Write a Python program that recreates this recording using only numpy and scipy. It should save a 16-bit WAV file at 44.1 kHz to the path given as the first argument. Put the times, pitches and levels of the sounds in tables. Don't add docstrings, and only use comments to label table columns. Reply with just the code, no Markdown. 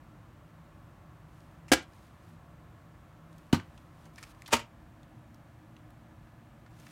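import sys
import numpy as np
from scipy import signal
from scipy.fft import rfft, irfft
from scipy.io import wavfile

SR = 44100
rng = np.random.default_rng(int(sys.argv[2]) if len(sys.argv) > 2 else 0)


def attenuation_scalar(level_db):
    decades = np.asarray(level_db, float) / 20
    return 10 ** decades


def bounce(signal):
    frames = np.transpose(np.atleast_2d(signal))
    limited = np.clip(frames, -1, 1)
    pcm = np.round(limited * 32767).astype(np.int16)
    wavfile.write(sys.argv[1], SR, pcm)


N = 304731


def at_hz(points, hz):
    point_hz, value = np.array(points).T
    return np.interp(np.log(hz + 1), np.log(point_hz), value)


def rms_one(x):
    return x / np.sqrt(np.mean(x ** 2) + 1e-20)


def coloured(x, db_of_hz):
    hz = np.fft.rfftfreq(len(x), 1 / SR)
    return irfft(rfft(x) * attenuation_scalar(db_of_hz(hz)), len(x))


def ring(force, hz, t60):
    radius = attenuation_scalar(-60 / (t60 * SR))
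    angle = 2 * np.pi * hz / SR
    return signal.lfilter([0, np.sin(angle)], [1, -2 * radius * np.cos(angle), radius ** 2], force + 1e-18)


def grains(size, spread_db):
    strength_db = spread_db * np.minimum(rng.exponential(1, size), 4)
    return rms_one(attenuation_scalar(strength_db) * rng.standard_normal(size))


def add(out, s, piece):
    i = round(s * SR)
    out[i:i + len(piece)] += piece[:N - i]


# hz [Hz], density_db [dB per Hz]
HUM_SPECTRUM = [(15, -20), (25, -17), (48, -1), (161, -3), (185, -9.5), (270, -14), (309, -10.5),
                (439, -19), (591, -18), (641, -27), (695, -20), (1070, -17.5), (5000, -40), (9070, -42),
                (16000, -45)]
# [dB added at the centre, before and after the change in the hum]
HUM_RESONANCES = [(115, 12, 4, 7.5), (162.4, 4.7, 12, 4.5), (229, 25, 4.5, 9), (308.5, 23, 5.5, 8.5),
                  (410, 67, -4.5, -8), (600, 60, 4, 1.5), (664, 110, 7, 9.5), (1100, 90, 3, -2),
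                  (1332, 37, 5, 0), (1720, 21, 8.5, 9.5), (5000, 420, -1, -1), (10360, 810, -4.5, -4)]


def hum(hum_db=-53.5, change_s=4.6, fade_s=0.4):
    white = rng.standard_normal(N)

    def steady_noise(column):
        def spectrum_db(hz):
            total_db = at_hz(HUM_SPECTRUM, hz)
            for peak in HUM_RESONANCES:
                total_db = total_db + peak[column] / (1 + (2 * (hz - peak[0]) / peak[1]) ** 2)
            return total_db
        return rms_one(coloured(white, spectrum_db))

    before, after = steady_noise(2), steady_noise(3)
    changed = np.clip((np.arange(N) / SR - change_s) / fade_s + 0.5, 0, 1)
    return attenuation_scalar(hum_db) * ((1 - changed) * before + changed * after)


# hz [Hz], t60_s [s]
REVERBERATION = [(100, 0.26), (500, 0.3), (1500, 0.41), (4000, 0.26), (12000, 0.091)]


def room(x, first_ms=3, early_s=0.11):
    t = np.arange(SR // 3) / SR
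    tail = np.zeros(len(t))
    for low_hz in 62.5 * 2.0 ** np.arange(8):
        band = signal.butter(2, [low_hz, 2 * low_hz], "band", fs=SR, output="sos")
        t60 = at_hz(REVERBERATION, 1.1 * low_hz)
        tail += signal.sosfilt(band, rng.standard_normal(len(t))) * attenuation_scalar(-60 * t / t60)
    tail *= (1000 * t > first_ms) * np.exp(-(t / early_s) ** 3)
    unit_energy_tail = tail / np.sqrt(np.sum(tail ** 2))
    return signal.fftconvolve(x, unit_energy_tail)[:N]


# start_s, fastest_s, end_s [s], level_db [dB at the fastest]
RUB_STROKES = [(1.28, 1.37, 1.6, -73), (1.873, 1.944, 2.07, -70.5), (1.97, 2.05, 2.16, -70),
               (2.16, 2.29, 2.36, -70.5), (3.27, 3.33, 4.1, -74.5), (3.661, 3.75, 3.88, -75.5),
               (3.92, 4.06, 4.11, -69.5), (4.132, 4.225, 4.28, -63.5), (4.253, 4.313, 4.326, -61),
               (4.354, 4.40, 4.45, -71.5), (4.446, 4.49, 4.52, -63.5), (6.705, 6.81, 6.86, -66.5),
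               (6.79, 6.9, 7.0, -62.5)]
# hz [Hz], gain_db [dB]
RUB_SPECTRUM = [(800, -6.5), (2500, 1.5), (5000, -3), (8000, -6.5), (9800, -4), (10500, -11), (12000, -8.5),
                (16000, -13)]


def rubs(ends_db=-9.5):
    t, power = np.arange(N) / SR, np.zeros(N)
    for start, fastest, end, db in RUB_STROKES:
        swell_db = np.interp(t, [start, fastest, end], [ends_db, 0, ends_db], left=-60, right=-60)
        power += attenuation_scalar(db + swell_db) ** 2
    friction = coloured(grains(N, spread_db=5.5), lambda hz: at_hz(RUB_SPECTRUM, hz))
    return np.sqrt(power) * rms_one(friction)


# [Hz, upper edge of the band]
SHORT_TICKS = [(1.4042, -59, .015, 6000, 11000), (1.6815, -51.5, 0.088, 2600, 8400),
               (1.825, -57, 0.074, 4000, 8500), (1.934, -60, .015, 6000, 8000),
               (3.328, -57, 0.012, 4500, 9000), (3.3814, -57.5, 0.025, 7000, 13900),
               (3.598, -43.5, 0.022, 2200, 4200), (3.7767, -53, 0.027, 3400, 7000),
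               (4.0547, -55.5, .037, 2230, 6930), (4.0640, -59, .036, 700, 2000),
               (4.159, -46.5, 0.0088, 5530, 8650), (4.1792, -48.5, 0.062, 2330, 5000),
               (4.183, -48, 0.031, 1550, 8850), (4.2273, -43.5, 0.029, 2160, 8400),
               (4.2318, -43.5, 0.028, 1390, 6800), (4.2370, -39, 0.013, 2780, 6960),
               (4.271, -60, .03, 1200, 3500), (4.347, -61.5, 0.029, 2520, 8000),
               (4.4203, -35, 0.006, 2400, 9900), (4.4595, -49, 0.074, 4100, 7000),
               (4.4764, -44, 0.036, 5870, 11900), (4.479, -50.5, 0.065, 2150, 3990),
               (4.4870, -48.5, 0.029, 1100, 3030), (4.507, -47, 0.039, 1400, 4520),
               (5.031, -55.5, .012, 4500, 8000), (5.3446, -50, 0.0092, 6500, 15000),
               (5.7653, -53, 0.015, 3540, 6000), (5.9043, -52, 0.01, 3200, 14150),
               (6.269, -60.5, .046, 1300, 2600), (6.6617, -54.5, 0.028, 1900, 3600),
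               (6.7984, -51, .015, 6500, 11000), (6.8671, -47.5, 0.023, 2500, 5600)]


def ticks(rise_ms=0.6, ring_db=-12, cycles=5, bottom_share=0.6):
    t, out = np.arange(SR // 10) / SR, np.zeros(N)
    for s, db, t60, ring_hz, top_hz in SHORT_TICKS:
        band = signal.butter(2, [bottom_share * ring_hz, top_hz], "band", fs=SR, output="sos")
        crackle = signal.sosfilt(band, grains(len(t), spread_db=2.5))
        crackle *= attenuation_scalar(db) / np.std(crackle)
        crackle *= attenuation_scalar(-60 * t / t60) * (1 - np.exp(-1000 * t / rise_ms))
        add(out, s, crackle + attenuation_scalar(ring_db) * ring(crackle, ring_hz, cycles / ring_hz))
    return out


# [dB, strength of the push]
CASSETTE_KNOCKS = [(1.7168, -12.5, 0.042, -9), (1.7206, -18, 0.066, -19), (1.7245, -16, 0.035, -22),
                   (1.7317, -13.5, 0.046, -16), (1.734, -17, 0.038, -24.5), (1.7370, -29.5, 0.028, -23.5),
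                   (1.7473, -40, .04, -26.5), (3.5275, -22, 0.049, -36), (3.5308, -31, 0.13, -6.5),
                   (3.5443, -30.5, 0.078, -44), (4.5121, -42, .05, -46.5), (4.519, -34, 0.082, -42),
                   (4.5250, -24.5, 0.046, -53.5), (4.5278, -16, 0.045, -38), (4.5311, -17, .06, -16),
                   (4.5342, -19, 0.043, -31), (4.5390, -19, 0.047, -40), (4.5480, -29.5, 0.078, -35),
                   (4.566, -26, 0.028, -39), (4.591, -41, 0.092, -40)]
TURN_STARTS = [1.5, 3.3, 4.4]
# hz [Hz], density_db [dB per Hz]
RATTLE_SPECTRA = [
    [(180, -30.5), (300, 0.5), (689, -9), (842, -10), (1390, -11), (1640, -4.5), (1810, -12.5), (2880, -10),
     (3400, -15.5), (6100, -14.5), (8090, -19), (15000, -30.5), (16000, -37)],
    [(290, -22), (500, -2.5), (698, -5), (946, 2.5), (1130, 1.5), (1250, -1.5), (2290, -9), (3060, -5),
     (3540, -14.5), (4210, -7.5), (4870, -15.5), (7210, -21), (16000, -36)],
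    [(180, -39), (300, 0.5), (546, -7.5), (614, -0.5), (787, -21), (930, 3.5), (1030, -9), (1150, -5),
     (1560, -10), (2980, -6.5), (3460, -15.5), (6850, -17), (16000, -37)],
]
# mode_hz [Hz], t60_s [s], edge_db, flat_db, end_db [dB for each face]
SLEEVE_MODES = [(97, 0.24, -25, -17, -22), (163, 0.13, -20.5, -10.5, -20.5), (208, .04, -21.5, -2.5, -16),
                (239, .14, -19.5, -10, -5), (272, 0.055, -4.5, -0.5, -25), (306, 0.064, 1.5, -15.5, -20),
                (362, .04, -16.5, -12, -4.5), (505, .045, 0.5, -45, -14), (600, 0.034, -15, -36, -6.5),
                (660, 0.067, -2, -28, -9.5), (716.7, .06, -9, -21, -14), (917, 0.034, -15, -5.5, 2)]
BASS_CUTS = [260, 84, 170]
# dB for each face, band edges in Hz
PUFF_DB, PUFF_HZ = [-6, -30, 1.5], [60, 109.7]


def knocks(thud_ms=0.9, rise_ms=0.84):
    full_rattle_db, thinning_per_db, thinnest_tilt = -12.5, 0.2, 1.6
    t, out = np.arange(SR // 8) / SR, np.zeros(N)
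    width = thud_ms / 1000
    push_shape = np.sin(np.pi * np.minimum(t / width, 1)) ** 2 / (width * SR)
    faces = np.searchsorted(TURN_STARTS, np.array(CASSETTE_KNOCKS)[:, 0]) - 1
    for face, colour in enumerate(RATTLE_SPECTRA):
        push, rattle = np.zeros(N), np.zeros(N)
        for s, rattle_db, t60, thud_db in np.array(CASSETTE_KNOCKS)[faces == face]:
            tilt = min(thinning_per_db * (full_rattle_db - rattle_db), thinnest_tilt)

            def spectrum_db(hz):
                return at_hz(colour, hz) + tilt * np.log2((hz + 100) / 2000)

            burst = rms_one(coloured(grains(len(t), spread_db=1.6), spectrum_db))
            envelope = attenuation_scalar(rattle_db - 60 * t / t60) * (1 - np.exp(-1000 * t / rise_ms))
            add(rattle, s, envelope * burst)
            add(push, s, -attenuation_scalar(thud_db) * push_shape)
        thud = sum(attenuation_scalar(dbs[face]) * ring(push, hz, t60) for hz, t60, *dbs in SLEEVE_MODES)
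        sound = rattle + thud
        bass_cut = signal.butter(3, BASS_CUTS[face], "high", fs=SR, output="sos")
        puff_band = signal.butter(2, PUFF_HZ, "band", fs=SR, output="sos")
        out += signal.sosfilt(bass_cut, sound)
        out += attenuation_scalar(PUFF_DB[face]) * signal.sosfilt(puff_band, sound)
    return out


def scene(room_db=-15.5):
    background = hum()
    hand = rubs() + ticks() + knocks()
    return (hand + attenuation_scalar(room_db) * room(hand) + background)[None]


def roll_off(x):
    return signal.sosfilt(signal.butter(12, 16480, fs=SR, output="sos"), x)


def record(dry):
    bass_cut = signal.butter(2, 45, "high", fs=SR, output="sos")
    top_cut = signal.cheby2(12, 60, 16900, fs=SR, output="sos")
    mix = signal.sosfilt(top_cut, signal.sosfilt(bass_cut, dry))
    return roll_off(mix)


dry = scene()
out = record(dry)
bounce(out)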